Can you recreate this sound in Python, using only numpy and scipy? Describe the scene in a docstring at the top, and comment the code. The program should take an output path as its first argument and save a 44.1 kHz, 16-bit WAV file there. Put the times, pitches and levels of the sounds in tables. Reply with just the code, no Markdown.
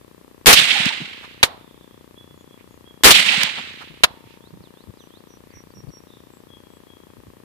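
"""Suppressed rifle shots on a mown field

Two shots, heard beside the gun, overload the microphone: each superposes filtered-noise bursts for a snap, a
gas blast and the closing action. Foliage and tree lines scatter them back as noise washes and wave packets;
a second later the bullet's hit cracks and steel rings in decaying sines. Gliding sine tones make birdsong
over hushed noise, air nudges the microphone in low packets, and pulses tick in the left channel."""
import sys
import numpy as np
from scipy import signal
from scipy.fft import rfft, irfft
from scipy.io import wavfile

SR = 44100
rng = np.random.default_rng(int(sys.argv[2]) if len(sys.argv) > 2 else 0)


def wav_record(signal):
    """Record a signal, one row per channel, as 16-bit PCM in the file named by sys.argv[1]."""
    frames = np.transpose(np.atleast_2d(signal))
    bounded = np.clip(frames, -1, 1)
    # unit amplitude maps onto the largest positive 16-bit level
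    quanta = np.round(bounded * 32767).astype(np.int16)
    wavfile.write(sys.argv[1], SR, quanta)


N = 328104

# In all tables "balance" is the left level minus the right level.
# Spectra, as relative density: [f/Hz, level/dB]
# open air and microphone hiss
AIR_SPECTRUM = [(20, -33.5), (33, -18), (55, -6.5), (95, -3), (160, -6.5), (300, -11), (600, -15.5),
                (1200, -20), (2500, -22.5), (3600, -23.5), (6300, -29.5), (9000, -28), (14500, -27.5)]
# snap of the shot, also used for the debris of a hit
SNAP_SPECTRUM = [(30, -11), (300, -7), (1200, -1.5), (3000, 0.5), (6000, -4), (14000, -12)]
# gas blast
BLAST_SPECTRUM = [(20, -13.5), (36, -12), (75, -20.5), (120, -13), (190, -4.5), (350, 1), (700, -1.5),
                  (1100, 1), (1500, 0.5), (2600, 1.5), (4200, -1.5), (6000, -5.5), (10000, -6.5),
                  (15000, -10.5)]
# closing action
SLAM_SPECTRUM = [(30, -9), (300, -12.5), (1200, -5.5), (3600, 2.5), (6000, -6), (14000, -13.5)]
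# bullet striking the target
HIT_SPECTRUM = [(25, -11.5), (90, -7), (220, -19), (480, -10), (660, -0.5), (830, -7.5), (1080, 2.5),
                (1500, -1), (2200, -0.5), (3100, -1), (3800, 0.5), (4500, -6.5), (6000, -12), (9000, -17.5),
                (14000, -22)]
# short echo of that strike
HIT_ECHO_SPECTRUM = [(300, -17), (600, -4), (850, -2.5), (1100, -3), (1600, -11.5), (2500, -16),
                     (4000, -13), (6000, -31.5), (12000, -42)]
# sound scattered by foliage
SCATTER_SPECTRUM = [(50, -40), (110, -27), (220, -11), (380, -24), (520, -16.5), (800, -13), (1150, -12),
                    (2100, 0), (2900, 2.5), (3900, 0), (5800, -12.5), (8500, -11), (11500, -22.5),
                    (14500, -22)]

# strongest bumps of air on the microphone: [t/s, level/dB, balance/dB]
STRONG_BUMPS = [(3.915, -41.5, 17), (4.542, -39, -8), (4.612, -40.5, -10), (4.893, -34, 15.5),
                (5.841, -34.5, 25), (5.892, -33, 11.5), (7.19, -42.5, 10), (7.282, -43, -1.5)]
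# faint rustles near the gun:
# [centre t/s, level/dB, centre f/Hz, half-width/octaves, half-length/s, balance/dB]
RUSTLE_PACKETS = [(2.605, -55, 2280, 0.45, 0.034, -8), (4.32, -53, 2640, 0.62, 0.081, -11),
                  (5.55, -56, 2040, 0.3, 0.081, -4.5)]
# kinds of bird note, each from its own perch:
# {kind: [length/s, start/semitones, end/semitones (re middle pitch), buzz depth/Hz, balance/dB]}
NOTE_KINDS = {"trill": (.6, .7, -.6, 170, -13), "whistle": (.085, -.7, -.35, 0, -9),
              "long whistle": (.125, .2, 0, 35, 10), "thin note": (.13, .15, .05, 0, 4),
              "upsweep": (.105, -2.3, 6, 0, -16), "downsweep": (.09, 8, -5.3, 0, -14),
              "chip": (.018, -.3, .3, 0, -4), "slur": (.105, .45, .05, 0, -8),
              "buzz": (.16, .6, -.25, 220, -5)}
# bird notes: [t/s, kind, middle f/Hz, level at middle pitch/dB]
SONG = [(1.46, "trill", 3470, -59.5), (2.156, "whistle", 3410, -46.5), (2.49, "whistle", 3360, -53),
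        (2.846, "whistle", 3330, -49.5), (2.335, "thin note", 6820, -66), (2.67, "thin note", 6720, -66),
        (4.405, "upsweep", 3750, -54.5), (4.611, "downsweep", 3684, -54.5), (4.745, "upsweep", 3750, -54),
        (4.96, "downsweep", 3650, -54), (5.098, "upsweep", 3600, -52.5), (4.98, "slur", 5970, -58.5),
        (5.275, "slur", 5830, -55.5), (5.504, "chip", 4650, -55.5), (5.529, "slur", 5750, -49.5),
        (5.711, "chip", 4600, -58), (5.733, "slur", 5620, -52), (5.886, "chip", 4570, -54),
        (5.902, "slur", 5620, -47.5), (6.062, "buzz", 3575, -53.5), (6.289, "thin note", 7690, -62.5),
        (6.678, "thin note", 7750, -65.5), (6.483, "long whistle", 3310, -50.5),
        (6.86, "long whistle", 3296, -54)]
# stretches of foliage, from the bushes on the right to the far woods:
# [delay/s, level/dB, rise/s, hold/s, t60/s, balance/dB]
FOLIAGE_STRETCHES = [(.095, -9, 0.017, .04, .55, -6), (.205, -15, 0.026, .2, .48, -7.5),
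                     (.42, -27.5, .1, 0.13, 1.25, -4.5)]
# distinct echoes from banks and clumps of trees, the same places for both shots:
# [delay/s, level after first shot/dB, after second/dB, centre f/Hz, half-width/octaves, half-length/s, balance/dB]
REFLECTORS = [(0.119, -10, -10.5, 3168, .4, .034, -5.5), (0.133, -28, -32, 209, .7, 0.0088, 4.5),
              (.162, -30.5, -32.5, 200.7, .4, .011, 2.5), (0.257, -11, -10, 2740, 0.4, .012, -14),
              (.306, -25, -29, 803, 0.13, 0.012, -0.5), (0.346, -23.5, -26.5, 184, .2, 0.0054, 0),
              (.399, -14, -8, 2700, 0.97, 0.003, -9), (0.407, -16, -28.5, 198, 0.083, 0.0052, 6),
              (.449, -30, -34, 910, .2, .011, -5), (0.552, -42, -30, 830, 1.1, 0.012, 4),
              (.557, -29.5, -38, 190, 0.47, 0.016, -2), (.786, -39, -38, 1260, 1.02, 0.023, -7)]
# hits downrange: [t/s, smack level/dB, debris level/dB, echo level/dB, ring level/dB, balance/dB]
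TARGET_HITS = [(1.4291, 1, -19.5, -31.5, -63, -4), (4.0349, 1.5, -37.5, -39, -55.5, -1.5)]
# modes of the steel target: [f/Hz, level re ring level/dB, t60/s]
STEEL_MODES = [(917, 0, 2.9), (1050, 5, .3), (3350, -0.5, 0.99), (4047, -3, 0.62)]
# shots: [t/s, level/dB, delay of the closing action/s, balance/dB]
RIFLE_SHOTS = [(0.4589, 0, .0678, -1), (3.0353, 0.5, .0694, 0)]

# levels re the shot, and delays after the snap (the shove is timed by its centre)
SNAP_DB, BLAST_DB, SLAM_DB, SHOVE_DB = -4.5, 3, 1.5, -16
BLAST_AFTER_S, SHOVE_AFTER_S = .0072, .025
SHOVE_HZ, SHOVE_OCTAVES, SHOVE_S = 38, .42, .018
ACTION_PAN_DB = -2.5  # the action lies to the right of the muzzle
DEBRIS_AFTER_S, HIT_ECHO_AFTER_S = .0103, .014
BUMP_HZ, BUMP_OCTAVES, BUMP_S = 120, .8, .019
# weaker bumps of air while the breeze is up
BREEZE_FROM_S, BREEZE_TO_S, BREEZE_DB = 4.1, 5.8, -45.5
TICK_HZ, TICK_START_S = 30.045266, .013
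TOP_HZ = 14700


def amp(db):
    """Level-to-amplitude relation: 20 dB is a factor of ten."""
    return 10 ** (np.asarray(db) / 20)


def unit(x):
    """Normalization to a root-mean-square value of 1."""
    return x / np.sqrt(np.mean(x ** 2) + 1e-18)


def pan(db):
    """Intensity stereo: left and right gains for a level difference, at constant power."""
    return unit(amp(np.array([[db], [-db]]) / 2))


def clock(length):
    """Sampling: the instants from 0 to length seconds."""
    return np.arange(int(length * SR)) / SR


def add(out, start, x):
    """Superposition: x is summed into out from the time start."""
    i = int(round(start * SR))
    out[:, i:i + x.shape[1]] += x[:, :max(N - i, 0)]


def noise(size, spectrum, alike_hz, lag=0, grain=1):
    """Random-phase noise with a spectrum; two ports coherent below alike_hz, the right lag seconds late."""
    f = np.maximum(np.fft.rfftfreq(size, 1 / SR), 1)
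    hz, db = np.transpose(spectrum)
    mid, side = np.exp(2j * np.pi * rng.random((2, len(f))))
    coherence = np.clip(.8 * np.sinc(f / alike_hz), -1, 1)
    pair = np.sqrt(1 + coherence) * mid + np.sqrt(1 - coherence) * side * np.array([[1], [-1]])
    delay = np.exp(-2j * np.pi * f * np.array([[0], [lag]]))
    # grain makes the noise lumpy before it is filtered
    white = irfft(pair * delay, size) * grain
    gain = amp(np.interp(np.log(f), np.log(hz), db))
    gain = gain / (1 + (18 / f) ** 4)  # the deepest bass rolls off
    return unit(irfft(rfft(white) * gain, size))


def butter(x, hz, kind, order=2):
    """Butterworth filtering: a maximally flat low-pass or high-pass."""
    sos = signal.butter(order, min(hz, SR / 2 - 1), kind, fs=SR, output="sos")
    return signal.sosfilt(sos, x)


def walk(size, rate):
    """Random fluctuation: unit-variance Gaussian knots, rate per second, joined by straight lines."""
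    knots = rng.standard_normal(4096)
    return np.interp(np.arange(size) / SR * rate, np.arange(len(knots)), knots)


def dull(x, t, split_hz, loss_db):
    """Frequency-dependent damping: the treble above split_hz loses loss_db every second."""
    f = np.fft.rfftfreq(len(t), 1 / SR)
    low = irfft(rfft(x) / (1 + (f / split_hz) ** 2), len(t))
    return low + (x - low) * amp(-abs(loss_db) * t)


def envelope(t, rise, hold, t60):
    """Exponential decay of 60 dB in t60, from hold seconds on, after a linear rise."""
    return np.minimum(t / rise, 1) * np.exp(-np.log(1000) * np.maximum(t - hold, 0) / t60)


def burst(spectrum, rise, hold, t60, alike_hz, loss_db, stop=.5, lag=0):
    """Turbulent pressure burst: a steep front, a hold, a darkening decay that dies after stop seconds."""
    t = clock(.5)
    shape = envelope(t, rise, hold, t60) / np.sqrt(1 + (t / stop) ** 20)
    return dull(noise(len(t), spectrum, alike_hz, lag), t, 5000, loss_db) * shape


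def packets(table, alike_hz):
    """Wave packets: band-limited noise under a Gaussian window centred on the stated time."""
    out, t = np.zeros((2, N)), clock(.2) - .1
    octaves = np.linspace(-4, 4, 33)
    for centre, db, hz, width, length, pan_db in table:
        detuning = (octaves / width) ** 2
        spectrum = np.transpose([hz * 2 ** octaves, -20 * np.log10(1 + detuning) - detuning])
        window = np.exp(-2 * (t / length) ** 2)
        wave = unit(noise(len(t), spectrum, alike_hz) * window)
        wave = wave * np.sqrt(np.mean(window ** 2))  # restores the energy of the window
        add(out, centre + t[0], wave * amp(db) * pan(pan_db))
    return out


def air():
    """Stationary broadband noise whose bass is randomly modulated, as by a breeze."""
    hush = noise(N, AIR_SPECTRUM, 280) * amp(-53)
    bass = butter(hush, 220, "low")
    return hush + bass * (amp(2.5 * walk(N, 6.4)) - 1) * .6


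def ticking(width=.00138, db=-29):
    """Electrical pickup: a periodic square pulse, width seconds long, band-limited, left channel only."""
    since = (np.arange(N) / SR - TICK_START_S) % (1 / TICK_HZ)
    pulses = np.clip((width - since) * SR, 0, 1)
    ticks = butter(butter(pulses, 210, "high"), 1400, "low")
    return ticks * amp(db) * np.array([[1], [0]])


def bumps(count=7, spread_db=8):
    """Air pressure on the microphone: strong low packets, and weak ones at random while the breeze is up."""
    weak = [(BREEZE_FROM_S + when * (BREEZE_TO_S - BREEZE_FROM_S), BREEZE_DB, -spread_db * side)
            for when, side in rng.random((count, 2))]
    table = [(s, db, BUMP_HZ, BUMP_OCTAVES, BUMP_S, pan_db) for s, db, pan_db in STRONG_BUMPS + weak]
    return packets(table, alike_hz=192)


def rustles():
    """Faint rustles near the gun, as brief packets of band-limited noise."""
    return packets(RUSTLE_PACKETS, alike_hz=800)


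def birds(buzz_hz=62, echo_t60=1.4, echo_db=-2, flutter_db=3, fade_db_per_octave=5):
    """Frequency modulation: tones glide through three pitches, weaker as they climb; trees reverberate."""
    out = np.zeros((2, N))
    for start, kind, middle_hz, db in SONG:
        length, first, last, depth_hz, pan_db = NOTE_KINDS[kind]
        t = clock(length)
        u = t / length
        glide = np.polyfit([0, .5, 1], [first, 0, last], 2)
        octaves = np.polyval(glide, u) / 12
        buzz = np.sin(2 * np.pi * buzz_hz * t) + .5 * walk(len(t), 300)
        hz = middle_hz * 2 ** octaves + depth_hz * buzz + 14 * walk(len(t), 200)
        level_db = db - fade_db_per_octave * octaves + flutter_db * walk(len(t), 140)
        tone = np.sin(2 * np.pi * np.cumsum(hz) / SR)
        add(out, start, tone * np.sin(np.pi * u) * amp(level_db) * pan(pan_db))
    t = clock(1)
    trees = rng.standard_normal((2, len(t))) * np.exp(-np.log(1000) * t / echo_t60)
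    response = unit(trees) / np.sqrt(len(t))
    echo = signal.fftconvolve(out, response, axes=1)[:, :N]
    return out + amp(echo_db) * butter(echo, 3800, "low", order=3)


def foliage(rough_db=1.1, patchy_db=1.55, clear_s=.076):
    """Diffuse scattering: small reflections merge into noise, duller as the air path passes clear_s."""
    out, t = np.zeros((2, N)), clock(1)
    for start, shot_db, _, _ in RIFLE_SHOTS:
        for delay, db, rise, hold, t60, pan_db in FOLIAGE_STRETCHES:
            # whole clumps and single branches answer unevenly
            grain = amp(patchy_db * walk(len(t), 110) + rough_db * walk(len(t), 1500))
            wash = noise(len(t), SCATTER_SPECTRUM, 880, grain=grain)
            # two damping stages together make the air absorb the top most
            late = np.maximum(t + delay - clear_s, 0)
            wash = dull(wash, late, split_hz=6500, loss_db=48.5)
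            wash = dull(wash, late, split_hz=6000, loss_db=24)
            wash = wash * envelope(t, rise, hold, t60)
            add(out, start + delay, wash * amp(shot_db + db) * pan(pan_db))
    return out


def echoes():
    """Discrete reflection: each bank or clump answers each shot after its own delay, in its own band."""
    answers = []
    for delay, first_db, second_db, hz, width, length, pan_db in REFLECTORS:
        for shot, db in zip(RIFLE_SHOTS, (first_db, second_db)):
            answers.append((shot[0] + delay, db, hz, width, length, pan_db))
    return packets(answers, alike_hz=1020)


def target():
    """Impact and modal decay: a hard smack, a spray of debris, a short echo and damped modes of steel."""
    out, t = np.zeros((2, N)), clock(2)
    ring = sum(amp(db) * np.sin(2 * np.pi * hz * t) * np.exp(-np.log(1000) * t / t60)
               for hz, db, t60 in STEEL_MODES)
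    for start, db, debris_db, echo_db, ring_db, pan_db in TARGET_HITS:
        smack = burst(HIT_SPECTRUM, rise=.0011, hold=.0071, t60=.032, alike_hz=6030, loss_db=204.5, lag=.00021)
        spray = burst(SNAP_SPECTRUM, rise=.002, hold=.0092, t60=.067, alike_hz=800, loss_db=62)
        echo = burst(HIT_ECHO_SPECTRUM, rise=.005, hold=.01, t60=.44, alike_hz=835, loss_db=41)
        add(out, start, smack * amp(db) * pan(pan_db))
        add(out, start, ring * amp(ring_db) * pan(pan_db))
        add(out, start + DEBRIS_AFTER_S, spray * amp(debris_db) * pan(pan_db))
        add(out, start + HIT_ECHO_AFTER_S, echo * amp(echo_db) * pan(-3))
    return out


def rifle():
    """Impulsive radiation: a snap, suppressed gas blowing down, its pressure shove, the action closing."""
    out, shoves = np.zeros((2, N)), []
    for start, db, closes, pan_db in RIFLE_SHOTS:
        snap = burst(SNAP_SPECTRUM, rise=.00086, hold=.0016, t60=.029, alike_hz=1500, loss_db=30, lag=.00026)
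        blast = burst(BLAST_SPECTRUM, rise=.0014, hold=.0099, t60=.31, alike_hz=1960, loss_db=72,
                      stop=.064, lag=.0003)
        slam = burst(SLAM_SPECTRUM, rise=.0034, hold=.0079, t60=.072, alike_hz=800, loss_db=35)
        add(out, start, snap * amp(db + SNAP_DB) * pan(pan_db))
        add(out, start + BLAST_AFTER_S, blast * amp(db + BLAST_DB) * pan(pan_db))
        add(out, start + closes, slam * amp(db + SLAM_DB) * pan(pan_db + ACTION_PAN_DB))
        shoves.append((start + SHOVE_AFTER_S, db + SHOVE_DB, SHOVE_HZ, SHOVE_OCTAVES, SHOVE_S, pan_db))
    return out + packets(shoves, alike_hz=300)


def scene():
    """Linear superposition of all sound reaching the two microphone ports."""
    background = air() + bumps() + rustles() + birds()
    scattered = foliage() + echoes()
    return background + scattered + target() + rifle()


def record(dry):
    """Saturation and band limiting: ticking joins in, peaks clip hard, and the top above TOP_HZ is cut."""
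    clipped = np.clip(dry + ticking(), -.93, .93)
    low_pass = signal.ellip(8, .2, 70, TOP_HZ, fs=SR, output="sos")
    return signal.sosfilt(low_pass, clipped)


dry = scene()
out = record(dry)
wav_record(out)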